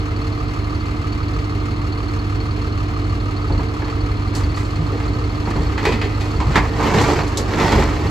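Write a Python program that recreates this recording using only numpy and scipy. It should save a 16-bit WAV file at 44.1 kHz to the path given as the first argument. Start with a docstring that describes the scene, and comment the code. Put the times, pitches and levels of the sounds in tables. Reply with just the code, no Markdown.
"""An open scrap yard. Close by on the right a six-cylinder diesel tractor idles, its knocks, ticks and
clatter repeating with each engine cycle. Further off an excavator drones while its grab digs in a steel
trailer: the body booms, pieces clank, snap and scrape, dragged steel groans, and scrap shifts and
tumbles. The yard answers the scrap with a short, dull tail."""
import sys
import numpy as np
from scipy import signal
from scipy.fft import rfft, irfft, next_fast_len
from scipy.io import wavfile
from scipy.ndimage import uniform_filter1d, map_coordinates

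SR = 44100
rng = np.random.default_rng(int(sys.argv[2]) if len(sys.argv) > 2 else 0)


def materialize(psi):
    """Save the field psi as 16-bit PCM at rate SR to the path in sys.argv[1].

    A 1-D psi becomes a single channel; in a 2-D psi each row is a channel.
    """
    bounded = np.clip(np.atleast_2d(psi).T, -1, 1)
    quanta = np.round(bounded * 32767).astype(np.int16)
    wavfile.write(sys.argv[1], SR, quanta)


N = 357210

# stereo noise, opposed part against common part: freq_hz, level_db
SIDE_SPECTRUM = [(60, -18), (130, -14.5), (300, -16), (600, -5), (2000, -9.5), (8000, -1)]
# yard decay: freq_hz, t60_s
YARD_DECAY = [(150, 0.75), (1500, 0.26), (9000, 0.15)]

# excavator engine speed: time_s, firing_hz
EXCAVATOR_SPEED = [(0, 100.3), (.5, 100.45), (1.3, 99.7), (2.1, 98.8), (3, 99.5), (3.6, 100.35),
                   (4.4, 99.25), (5, 99.35), (5.5, 100.6), (5.9, 99.6), (6.3, 100.5), (7.2, 100.8),
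                   (7.8, 98.9), (8.1, 98.9)]
# nine-piston pump, tone and octave: level_db
HYDRAULIC_LEVELS = [-43, -43.5]
# excavator fans: pitch_hz, level_db, wander_hz
FAN_HUMS = [(54.66, -36.5, 0.34), (117.2, -34.5, 0.28)]

# trailer takes a load: start_s, level_db, panel_over_chassis_db
BOOM_HITS = [(1.36, -26.5, -4), (3.082, -18.5, -10.5), (3.50, -15, -8), (3.569, -21, -21), (4.029, -22, -7),
             (4.43, -21, -6), (5.091, -22, -5.5), (5.56, -16, -4.5), (5.62, -16, -12), (6.379, -16.5, -6.5),
             (6.46, -24, -17), (6.57, -20.5, -4), (6.96, -17.5, 0), (7.73, -14, -6), (8.02, -20.5, -1)]
# trailer chassis: pitch_hz, width_hz, level_db
CHASSIS_MODES = [(53.7, 13.7, 10.5), (69.1, 15.6, 12)]
# trailer side panels: pitch_hz, width_hz, level_db
PANEL_MODES = [(117, 52, 17.5), (161, 51, 9), (200, 16, -42), (276, 44, 11)]
# steel drags on steel: start_s, panel_hz, level_db
GROAN_DRAGS = [(4.755, 161, -24.5), (4.9, 435, -28.5), (5.47, 366, -35), (5.839, 406, -18.5),
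               (5.879, 234, -24), (6.012, 413, -27), (6.422, 138, -23), (6.9, 183, -20.5),
               (7.679, 222, -31)]
# scrap slides: middle_s, length_s, level_db
SCRAP_SLIDES = [(4.39, 0.12, -31.5), (5.02, 0.26, -36.5), (5.62, 0.24, -32), (5.89, 0.15, -26),
                (6.567, 0.22, -27), (6.835, 0.097, -24.5), (7.014, 0.33, -16.5), (7.688, 0.28, -17)]
# tumbling scrap, with treble filtered out near 9 and 13 kHz: freq_hz, density_db
HEAP_SPECTRUM = [(70, -28), (130, 2.5), (220, -4), (430, -1.5), (600, -11.5), (950, -8.5), (1500, -19.5),
                 (1950, -13.5), (3200, -24.5), (4500, -25.5), (7700, -36), (9000, -54), (12000, -39.5),
                 (13000, -70)]
# grit, with treble filtered out near 9 and 13 kHz: freq_hz, density_db
GRIT_SPECTRUM = [(1500, -25), (3000, -5), (4200, -1), (6000, -3), (7800, -3), (9200, -28), (11500, -18),
                 (12700, -55)]
# a tine scrapes, then slips off: slip_s, length_s, level_db
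TINE_SCRAPES = [(5.853, 0.036, -31), (6.559, 0.057, -25.5)]
# scraping tine: freq_hz, density_db
RASP_SPECTRUM = [(300, -15), (1000, 3), (2000, 2), (4500, -14), (8000, -35), (15000, -55)]
# loose steel tube: pitch_hz, level_db, t60_s
TUBE_MODES = [(1574, -9, .35), (1815, -6, .3), (2040, -2, .42), (2205, -4, .36), (2490, -2.5, .34),
              (2616, -5, .36), (2939, -7, .32), (3245, -8, .36), (3690, -13, .3), (4270, -10, .28),
              (4810, -11.5, .26)]
# blows on the tube: start_s, level_db
TUBE_BLOWS = [(5.778, -38.5), (5.853, -31.5), (5.921, -35), (6.014, -32)]
# small hard pieces snap: start_s, level_db, t60_s
SNAP_HITS = [(4.35, -29, 0.24), (4.559, -41.5, 0.7), (5.503, -36, 0.065), (5.853, -30.5, .06),
             (6.207, -43, 0.63), (7.014, -27, 0.18), (7.277, -36, 0.11), (7.372, -20, 0.14)]
# snap, with treble filtered out near 9 and 13 kHz: freq_hz, density_db
SNAP_SPECTRUM = [(1500, -32), (3000, -8), (3700, -1.5), (4500, 1.5), (5500, -2.5), (6600, -2.5),
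                 (7700, -1.5), (9000, -17.5), (11500, -10), (13000, -36), (15500, -23)]
# heavy pieces hit walls and plates: start_s, plate_hz, level_db
PLATE_HITS = [(3.497, 803, -32), (3.504, 520, -37), (3.598, 760, -36), (3.818, 1000, -35),
              (5.853, 900, -24), (6.4, 930, -24.5), (6.555, 995, -19.5), (6.557, 377, -23.5),
              (6.574, 1870, -23.5), (6.795, 950, -22.5), (6.814, 1010, -28), (6.869, 560, -42),
              (6.919, 990, -32), (6.984, 980, -25), (7.039, 1030, -34), (7.089, 814, -30),
              (7.189, 980, -30.5), (7.385, 437, -25.5), (7.534, 1300, -34), (7.599, 1220, -28),
              (7.679, 834, -25), (7.759, 680, -27), (7.821, 1210, -33)]
# steel walls and tines: pitch_hz, level_db, t60_s
STEEL_MODES = [(660, -13, 0.35), (756, -5, 0.3), (842, -5, 0.22), (1040, -8, 0.23), (1805, -5, 0.2),
               (1905, -2, 0.2), (1972, -1, 0.3), (2202, -5.5, 0.4), (2485, -0.5, 0.38), (2560, -6, 0.28),
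               (3245, -5.5, 0.42), (3550, -10, 0.25), (4270, -6, 0.22), (4400, -8, 0.25), (4800, -13, 0.33),
               (5330, -15, 0.28), (6530, -17, 0.2)]
# scrap piece, with treble filtered out near 9 and 13 kHz: freq_hz, density_db
PIECE_SPECTRUM = [(100, -6), (200, 6.5), (400, 0.5), (550, -5), (950, 2), (1450, -2.5), (2000, 1),
                  (2900, -7.5), (4500, -10.5), (6000, -19.5), (7600, -21), (9000, -41), (11800, -30),
                  (13000, -69)]
# the grab knocks scrap about: start_s, level_db, treble_db
CLANK_HITS = [(3.499, -21.5, -28), (3.594, -20, -21), (3.819, -17.5, -19), (3.88, -22.5, -6),
              (4.571, -25, 6), (5.0, -21, -13), (5.471, -13.5, -28), (5.506, -19.5, -11),
              (5.557, -14.5, -33), (5.778, -15.5, -2), (5.852, -9.5, 3), (5.921, -18.5, 6),
              (6.014, -17.5, 4), (6.21, -27.5, 28), (6.402, -20.5, 7), (6.556, -3.5, -0.5), (6.565, -11, 2),
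              (6.575, -8.5, -17), (6.797, -16, -20), (6.869, -16, -5), (6.983, -14, 9), (7.039, -15, 3),
              (7.087, -18, -6), (7.188, -16, -1), (7.535, -18, -1), (7.598, -13.5, 4), (7.679, -19, 14),
              (7.72, -10.5, 1), (7.822, -12.5, -6)]
# scrap bearing: freq_hz, left_minus_right_db
SCRAP_BALANCE = [(100, 0.0), (500, -2.0), (1000, -5.0), (2200, 1.0), (6000, 0.5)]

# tractor four-stroke cycle rate: time_s, cycle_hz
TRACTOR_SPEED = [(0, 6.25), (3, 6.25), (3.8, 6.205), (5, 6.22), (5.8, 6.25), (8.1, 6.255)]
# exhaust and block tones: cycle_rate_multiple
TONE_ORDERS = [6, 8, 12, 24, 35, 36, 42, 46, 48, 50, 54, 72]
# the same tones: level_db
TONE_LEVELS = [-37, -30.5, -29.5, -35.5, -50, -45.5, -48, -39.5, -33.5, -43.5, -44, -45]
# block rumble: freq_hz, density_db
RUMBLE_SPECTRUM = [(15, -29), (30, -14), (50, 4.5), (95, 11.5), (130, 1.5), (170, -3), (250, 0.5),
                   (340, -0.5), (460, -3.5), (560, -13.5), (740, -7), (830, -17.5), (1050, -9.5),
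                   (1600, -101)]
# engine clatter, with treble filtered out near 9 and 13 kHz: freq_hz, density_db
CLATTER_SPECTRUM = [(300, -31), (700, 5), (1100, -3), (1600, 2), (2700, 1), (3600, -14), (5000, -9.5),
                    (6500, -15.5), (8000, -19.5), (8800, -29), (11800, -29.5), (12700, -69), (15500, -64)]
# engine hiss: freq_hz, density_db
HISS_SPECTRUM = [(200, -55), (700, -7), (830, -4.5), (1130, 4), (1500, -1), (2700, -7.5), (3600, -10.5),
                 (4300, -11.5), (5000, -15.5), (7500, -59), (12000, -56), (12700, -75)]
# fuel pump: pitch_hz, width_hz, level_db
FUEL_PUMP_MODES = [(2090, 69, 20), (2140, 170, -18)]
# bonnet panel: pitch_hz, width_hz, level_db
BONNET_MODES = [(293, 20, 0)]
# cylinders in firing order: knock_db, tick_db, clatter_db, knock_lag_cycles
CYLINDER_VOICES = [(-1.5, 9, 5, .045), (-4, -5, 2.5, .01), (1.5, 7, 7.5, .004), (4, -1, 4.5, .006),
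                   (-3, 7.5, 6, 0), (-2, -3, 2, .045)]
# tractor bearing: freq_hz, left_minus_right_db
TRACTOR_BALANCE = [(70, -1.5), (180, -2.0), (300, -5.0), (600, 0.5), (1400, -3.5), (2500, 6.0),
                   (4400, 0.5), (7500, 0)]

GRIP_S = 6.16  # the grab grips the load
HALF_LEFT_RIGHT = np.array([[.5], [-.5]])


def amp(db):
    """Decibels to gain."""
    return 10 ** (np.asarray(db) / 20)


def unit(x):
    """Scale to rms 1."""
    return x / np.sqrt(np.mean(x ** 2) + 1e-20)


def along(points, hz):
    """Interpolate (freq_hz, value) points on a log axis."""
    point_hz, values = np.transpose(points)
    return np.interp(np.log(hz + 1), np.log(point_hz + 1), values)


def curve(rows):
    """(time_s, value) rows as one value per sample."""
    return np.interp(np.arange(N) / SR, *np.transpose(rows))


def wobble(rate_hz):
    """Smooth random curve, rate_hz knots a second."""
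    knots = rng.standard_normal(int(N * rate_hz / SR) + 4)
    grid = np.arange(0, N, 64)
    return np.interp(np.arange(N), grid, map_coordinates(knots, [grid * rate_hz / SR]))


def fade(t, t60_s):
    """Exponential decay from t = 0."""
    return (t >= 0) * np.exp(-np.log(1000) * np.abs(t) / max(t60_s, 1e-3))


def rise(t, rise_s):
    """Exponential attack, complete after rise_s."""
    return 1 - fade(t, rise_s)


def filtered(x, response):
    """Apply a complex frequency response."""
    size = x.shape[-1]
    padded = next_fast_len(size + SR // 8, True)
    return irfft(rfft(x, padded) * response(np.fft.rfftfreq(padded, 1 / SR)), padded)[..., :size]


def coloured(x, spectrum):
    """Apply a (freq_hz, density_db) spectrum; rms 1."""
    return unit(filtered(x, lambda hz: amp(along(spectrum, hz))))


def resonate(x, modes):
    """Apply parallel (pitch_hz, width_hz, level_db) resonances; rms 1."""
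    return unit(filtered(x, lambda hz: sum(
        amp(db) * 1j * hz * width_hz / (pitch_hz ** 2 - hz ** 2 + 1j * hz * width_hz)
        for pitch_hz, width_hz, db in modes)))


def bandpass(x, centre_hz, q):
    """Two equal resonances in series."""
    return filtered(x, lambda hz: 1 / (1 + 1j * (hz / centre_hz - centre_hz / (hz + 1)) * q) ** 2)


def stereo_noise(size, side_db):
    """A common part plus an opposed part that is weak in the bass."""
    mid, side = rng.standard_normal((2, size))
    side = filtered(side, lambda hz: amp(side_db + along(SIDE_SPECTRUM, hz)))
    return unit(np.array([mid + side, mid - side]))


def placed(x, balance, phase_rad):
    """Set left against right in level and phase, by frequency."""
    return filtered(x, lambda hz: amp(HALF_LEFT_RIGHT * along(balance, hz))
                    * np.exp(1j * HALF_LEFT_RIGHT * phase_rad(hz)))


def add(track, start_s, sound):
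    """Mix a sound in at start_s."""
    part = track[..., max(round(start_s * SR), 0):][..., :sound.shape[-1]]
    part += sound[..., :part.shape[-1]]


def yard_echo(x):
    """Heaps and machines scatter a short, dull tail."""
    hz, t, bins = signal.stft(rng.standard_normal((2, SR // 2)), SR, nperseg=256)
    decay = np.exp(-np.log(1000) * t / along(YARD_DECAY, hz)[:, None])
    tail = signal.istft(bins * decay, SR, nperseg=256)[1]
    delayed = np.pad(tail / np.linalg.norm(tail[0]), ((0, 0), (SR // 60, 0)))
    return signal.oaconvolve(x, delayed, axes=1)[:, :N]


def excavator(load_db_per_hz=4):
    """Four-cylinder engine, pump and fans. Under load engine and pump sag and the pump tone grows."""
    tone = lambda hz: np.sqrt(2) * np.sin(2 * np.pi * np.cumsum(hz) / SR)
    firing_hz = curve(EXCAVATOR_SPEED)
    firing = amp(-25 + 1.25 * wobble(2.985)) * tone(firing_hz)
    piston_hz = firing_hz * 9 / 4 + .5 * wobble(7)
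    pump_db, octave_db = HYDRAULIC_LEVELS
    load_db = load_db_per_hz * (firing_hz.mean() - firing_hz)
    pump = amp(pump_db + load_db + 1.3 * wobble(3.97)) * tone(piston_hz)
    octave = amp(octave_db + 1.3 * wobble(3.97)) * tone(2 * piston_hz)
    fans = sum(amp(db + 0.88 * wobble(7.2)) * tone(hz + wander_hz * wobble(5))
               for hz, db, wander_hz in FAN_HUMS)
    return (firing + pump + octave + fans) * amp(-HALF_LEFT_RIGHT)


def trailer_booms(t60_s=0.6):
    """Chassis and side panels boom under each load."""
    out, t = np.zeros((2, N)), np.arange(SR * 3 // 4) / SR
    for start_s, db, panel_db in BOOM_HITS:
        chassis = unit(sum(
            amp(mode_db) * np.sin(2 * np.pi * (hz + width_hz * rng.uniform(-0.51, 0.505)) * t)
            for hz, width_hz, mode_db in CHASSIS_MODES))
        panels = resonate(stereo_noise(len(t), side_db=-4), PANEL_MODES)
        panels = unit(filtered(panels, lambda hz: 1 / (1 + (hz / 450) ** 4)))
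        boom = (chassis + amp(panel_db) * panels) * fade(t, t60_s) * rise(t, 0.088)
        add(out, start_s, amp(db + 3) * boom)
    return out


def panel_groans(slips_per_s=90):
    """Uneven slips of dragging steel drive one panel resonance; lower panels groan longer."""
    out = np.zeros((2, N))
    for start_s, panel_hz, db in GROAN_DRAGS:
        size = round(0.092 * np.sqrt(311 / panel_hz) * SR)
        travel = np.cumsum(rng.exponential(size=size + 1)) * slips_per_s / SR + rng.random()
        slips = np.diff(np.floor(travel)) * rng.standard_normal(size)
        friction = slips + amp(-32) * stereo_noise(size, side_db=6)
        swell = signal.windows.tukey(size, .8)
        add(out, start_s, amp(db) * unit(bandpass(friction, panel_hz, q=4)) * swell)
    return out


def struck_piece(t60_s, uneven_db):
    """Struck scrap: dense modes of uneven strength, the high ones dying first."""
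    t = np.arange(SR // 2) / SR
    spectrum = rfft(stereo_noise(len(t), side_db=-4.5))
    strengths = amp(uneven_db * np.minimum(rng.standard_normal(len(t) // 2 + 1), 2))
    modes = unit(irfft(spectrum * strengths))
    low = filtered(modes, lambda hz: 1 / (1 + (hz / 3200) ** 2))
    return low * fade(t, t60_s) + (modes - low) * fade(t, 0.86 * t60_s)


def jangle(contacts_per_s=70, typical_hz=800):
    """Light pieces clank in turn, each with three modes at a pitch of its own."""
    out, t = np.zeros((2, N)), np.arange(SR // 6) / SR
    for slot, draws in enumerate(rng.standard_normal((int(contacts_per_s * N / SR), 9))):
        pitch, detune, force, jitter = draws[0], draws[1:4], draws[4], draws[5]
        phase_rad = .5 * draws[6:8, None]
        modes_hz = np.minimum(typical_hz * np.exp(.5 * pitch + .1 * detune) * [1, 1.6, 2.5], 7500)
        modes = sum(np.sin(2 * np.pi * hz * t + phase_rad) / np.hypot(1, hz / typical_hz)
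                    for hz in modes_hz)
        ring = modes * fade(t, 0.24) * rise(t, .005) ** 2
        add(out, (slot + np.tanh(jitter)) / contacts_per_s, amp(5 * np.tanh(force)) * ring)
    return unit(out)


def scrap_motion(rest_db=-42.5, grip_db=-38, growth_db_per_s=5):
    """Envelope: the load stirs ever more as it is gripped and lifted; slides swell on top."""
    t = np.arange(N) / SR
    power = (amp(rest_db) + amp(grip_db + growth_db_per_s * (t - GRIP_S))) ** 2
    for middle_s, length_s, db in SCRAP_SLIDES:
        swell = 0.5 ** np.minimum((2 * (t - middle_s) / length_s) ** 2, 20)
        power += (amp(db) * swell) ** 2
    return np.sqrt(power)


def scrap_tumble(pieces=13, contacts_per_s=18):
    """Ringing pieces collide at random and merge into a coarse rush; grit trickles between them."""
    heap = np.zeros((2, N))
    for _ in range(pieces):
        ring = struck_piece(t60_s=0.17, uneven_db=10.5)
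        contacts = rng.random(N) < contacts_per_s / SR
        forces = amp(2.8 * np.minimum(rng.exponential(size=N), 2.5))
        heap += signal.oaconvolve((contacts * forces)[None], ring, axes=1)[:, :N]
    grit = coloured(stereo_noise(N, side_db=1.5) * amp(3.9 * wobble(220)), GRIT_SPECTRUM)
    return scrap_motion() * (coloured(heap, HEAP_SPECTRUM) + amp(-9.5) * jangle() + amp(-19) * grit)


def tine_scrapes():
    """Rough sliding contact swells until the tine slips off."""
    out = np.zeros((2, N))
    for slip_s, length_s, db in TINE_SCRAPES:
        size = round(length_s * SR)
        roughness = amp(3 * unit(uniform_filter1d(rng.standard_normal(size), SR // 500)))
        rasp = coloured(stereo_noise(size, side_db=2) * roughness, RASP_SPECTRUM)
        add(out, slip_s - length_s, amp(db) * rasp * np.linspace(.2, 1, size) ** 2)
    return out


def tube_ring(detune_hz=22):
    """A dented tube is struck; its modes come in close pairs that beat."""
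    out, t = np.zeros((2, N)), np.arange(SR * 3 // 4) / SR
    for start_s, db in TUBE_BLOWS:
        for hz, mode_db, t60_s in TUBE_MODES * 2:
            detune, phase, scatter_db = rng.standard_normal(3)
            turns = (hz + detune_hz * np.tanh(detune)) * t + phase
            mode = np.sin(2 * np.pi * turns + .5 * rng.standard_normal((2, 1)))
            add(out, start_s, amp(db + mode_db + scatter_db) * mode * fade(t, t60_s) * rise(t, 0.0075))
    return out


def snaps():
    """Small hard pieces crack, short and bright."""
    out, t = np.zeros((2, N)), np.arange(SR // 3) / SR
    for start_s, db, t60_s in SNAP_HITS:
        crack = coloured(stereo_noise(len(t), side_db=-4), SNAP_SPECTRUM)
        add(out, start_s, amp(db) * crack * fade(t, t60_s) * rise(t, 0.0019))
    return out


def plate_knocks(t60_s=0.27):
    """A blunt blow rings a steel plate in a narrow, hollow band."""
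    out, t = np.zeros((2, N)), np.arange(SR // 3) / SR
    for start_s, plate_hz, db in PLATE_HITS:
        shaking = stereo_noise(len(t), side_db=-9) * fade(t, t60_s)
        ring = bandpass(shaking, plate_hz, q=2.85)
        add(out, start_s, amp(db) * ring / np.std(ring[:, :SR // 50]))
    return out


def steel_ring():
    """Walls and tines ring at new strengths with every blow."""
    t = np.arange(SR // 2) / SR
    ring = np.zeros((2, len(t)))
    for hz, db, t60_s in STEEL_MODES:
        strength, phase = rng.standard_normal(2)
        mode = np.sin(2 * np.pi * (hz * t + phase) + .5 * rng.standard_normal((2, 1)))
        ring += amp(db + 1.9 * np.tanh(strength)) * fade(t, t60_s) * mode
    return ring * rise(t, 0.011) ** 2


def grab_clanks(loose_t60_s=0.24, gripped_t60_s=0.15, grip_damping_db=9.5):
    """A struck piece cracks, strikes again and rings the steel around it; the grip damps both rings."""
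    out = np.zeros((2, N))
    for start_s, db, treble_db in CLANK_HITS:
        gripped = start_s > GRIP_S
        t60_s = gripped_t60_s if gripped else loose_t60_s
        hit = struck_piece(t60_s, uneven_db=9)
        hit += amp(3) * struck_piece(t60_s=.05, uneven_db=3.5)  # hard first contact
        bounce_s = rng.uniform(.008, .02)
        add(hit, bounce_s, amp(-10.5) * struck_piece(0.97 * t60_s, uneven_db=10))
        shelf = [(700, 0), (4000, treble_db)]
        hit = filtered(hit, lambda hz: amp(along(PIECE_SPECTRUM, hz) + along(shelf, hz)))
        hit = rise(np.arange(hit.shape[1]) / SR, .005) * hit / np.std(hit[:, :SR // 50])
        ring_db = -10.5 + 0.7 * treble_db - grip_damping_db * gripped
        add(out, start_s, amp(db - 9) * (hit + amp(ring_db) * steel_ring()))
    return out


def cylinder_blows(cycle, cylinder_db, slap_db, scatter_db, lag_cycles=0, slap_lag_cycles=.052):
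    """Sample positions and sizes of each firing and the piston slap after it."""
    firings = .007 + lag_cycles + np.arange(len(CYLINDER_VOICES)) / len(CYLINDER_VOICES)
    at_cycles = np.arange(int(cycle[-1]) + 1)[:, None] + np.append(firings, firings + slap_lag_cycles)
    levels_db = np.append(cylinder_db, cylinder_db + slap_db)
    sizes = amp(levels_db + scatter_db * np.clip(rng.standard_normal(at_cycles.shape), -2, 1))
    return np.searchsorted(cycle, at_cycles.ravel()), sizes.ravel()


def engine_pings(blows, hz, spread, t60_s, rise_s, slip_rad, count):
    """Each blow rings its own few close modes, alike in every cycle but for a slip of phase."""
    at, sizes = blows
    t = np.arange(SR // 18) / SR
    per_cycle = 2 * len(CYLINDER_VOICES)
    voice = np.arange(len(at)) % per_cycle
    modes_hz = hz * (1 + spread * rng.uniform(-1.01, 1, (per_cycle, count, 1)))
    modes = np.exp(2j * np.pi * modes_hz * t) * fade(t, t60_s) * rise(t, rise_s) ** 2
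    phases_rad = rng.uniform(0, 2 * np.pi, (per_cycle, count))[voice]
    phases_rad += slip_rad * rng.standard_normal((len(at), count))
    rings = sum((np.exp(1j * phases_rad[:, k:k + 1]) * modes[voice, k]).real for k in range(count))
    rings *= sizes[:, None] / rings.std(axis=1, keepdims=True)
    samples = at[:, None] + np.arange(len(t))
    return unit(np.bincount(samples.ravel(), rings.ravel())[:N])


def engine_bursts(blows, t60_s):
    """Each blow shakes out a short burst of noise."""
    at, sizes = blows
    t = np.arange(SR // 8) / SR
    envelope = fade(t, t60_s) * rise(t, 0.017) ** 2
    power = signal.oaconvolve(np.bincount(at, sizes ** 2, N + 1), envelope ** 2)[:N]
    return stereo_noise(N, side_db=12.5) * np.sqrt(np.abs(power))


def block_rumble(cycle):
    """The block shakes, partly at random, partly the same in every cycle."""
    one_cycle = rng.standard_normal(SR // 6)
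    repeating = one_cycle[(cycle % 1 * len(one_cycle)).astype(int)]
    return coloured(stereo_noise(N, side_db=6) + amp(-6.5) * repeating, RUMBLE_SPECTRUM)


def tractor(left_lag_s=0.227e-3):
    """Exhaust tones, rumble and hiss; block knock, injector ticks and clatter follow the crankshaft."""
    cycle = np.cumsum(curve(TRACTOR_SPEED)) / SR
    knock_db, tick_db, clatter_db, knock_lag_cycles = np.transpose(CYLINDER_VOICES)
    tones = sum(np.sqrt(2) * amp(db + 0.2 * wobble(2.91)) * np.sin(2 * np.pi * (k * cycle + rng.random()))
                for k, db in zip(TONE_ORDERS, TONE_LEVELS))
    rumble = amp(-28) * block_rumble(cycle)
    blows = cylinder_blows(cycle, knock_db, slap_db=-4, scatter_db=1.3, lag_cycles=knock_lag_cycles)
    knock = engine_pings(blows, hz=1235, spread=.06, t60_s=.029, rise_s=.015, slip_rad=.8, count=3)
    blows = cylinder_blows(cycle, tick_db / 2, slap_db=-4, scatter_db=1.5)
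    injectors = engine_pings(blows, hz=4215, spread=.02, t60_s=.075, rise_s=.006, slip_rad=2, count=4)
    blows = cylinder_blows(cycle, tick_db, slap_db=-3, scatter_db=6)
    rattle = engine_pings(blows, hz=4400, spread=.035, t60_s=.045, rise_s=.014, slip_rad=2, count=4)
    beats = amp(-37) * knock + amp(-51) * injectors + amp(-48.2) * rattle
    blows = cylinder_blows(cycle, clatter_db, slap_db=-9, scatter_db=2, lag_cycles=-.016)
    clatter = amp(-42) * coloured(engine_bursts(blows, t60_s=0.13), CLATTER_SPECTRUM)
    bonnet = amp(-45) * resonate(engine_bursts(blows, t60_s=0.25), BONNET_MODES)
    strokes = amp(-6 * np.cos(4 * np.pi * cycle))  # one per crankshaft turn
    fuel_pump = amp(-49) * resonate(stereo_noise(N, side_db=14) * strokes, FUEL_PUMP_MODES)
    hiss = amp(-37) * coloured(stereo_noise(N, side_db=-3), HISS_SPECTRUM)
    engine = tones + rumble + bonnet + beats + clatter + fuel_pump + hiss
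    return placed(engine, TRACTOR_BALANCE, lambda hz: -2 * np.pi * hz * left_lag_s)


def scene(reflection_s=0.001, ripple_rad=0.3):
    """Both machines, trailer, scrap and echo. A near reflection ripples the scrap's stereo phase."""
    scrap = grab_clanks() + plate_knocks() + tube_ring() + tine_scrapes()
    scrap += scrap_tumble() + panel_groans()
    ripple = lambda hz: ripple_rad * np.cos(2 * np.pi * hz * reflection_s)
    scrap = placed(scrap, SCRAP_BALANCE, ripple) + snaps()
    return tractor() + excavator() + trailer_booms() + scrap + amp(-21.5) * yard_echo(scrap)


def record(dry):
    """Peaks round off near full scale; nothing above 15.7 kHz."""
    rounded = dry / (1 + np.abs(dry) ** 8) ** (1 / 8)
    return filtered(rounded, lambda hz: hz < 15700)


dry = scene()
out = record(dry)
materialize(out)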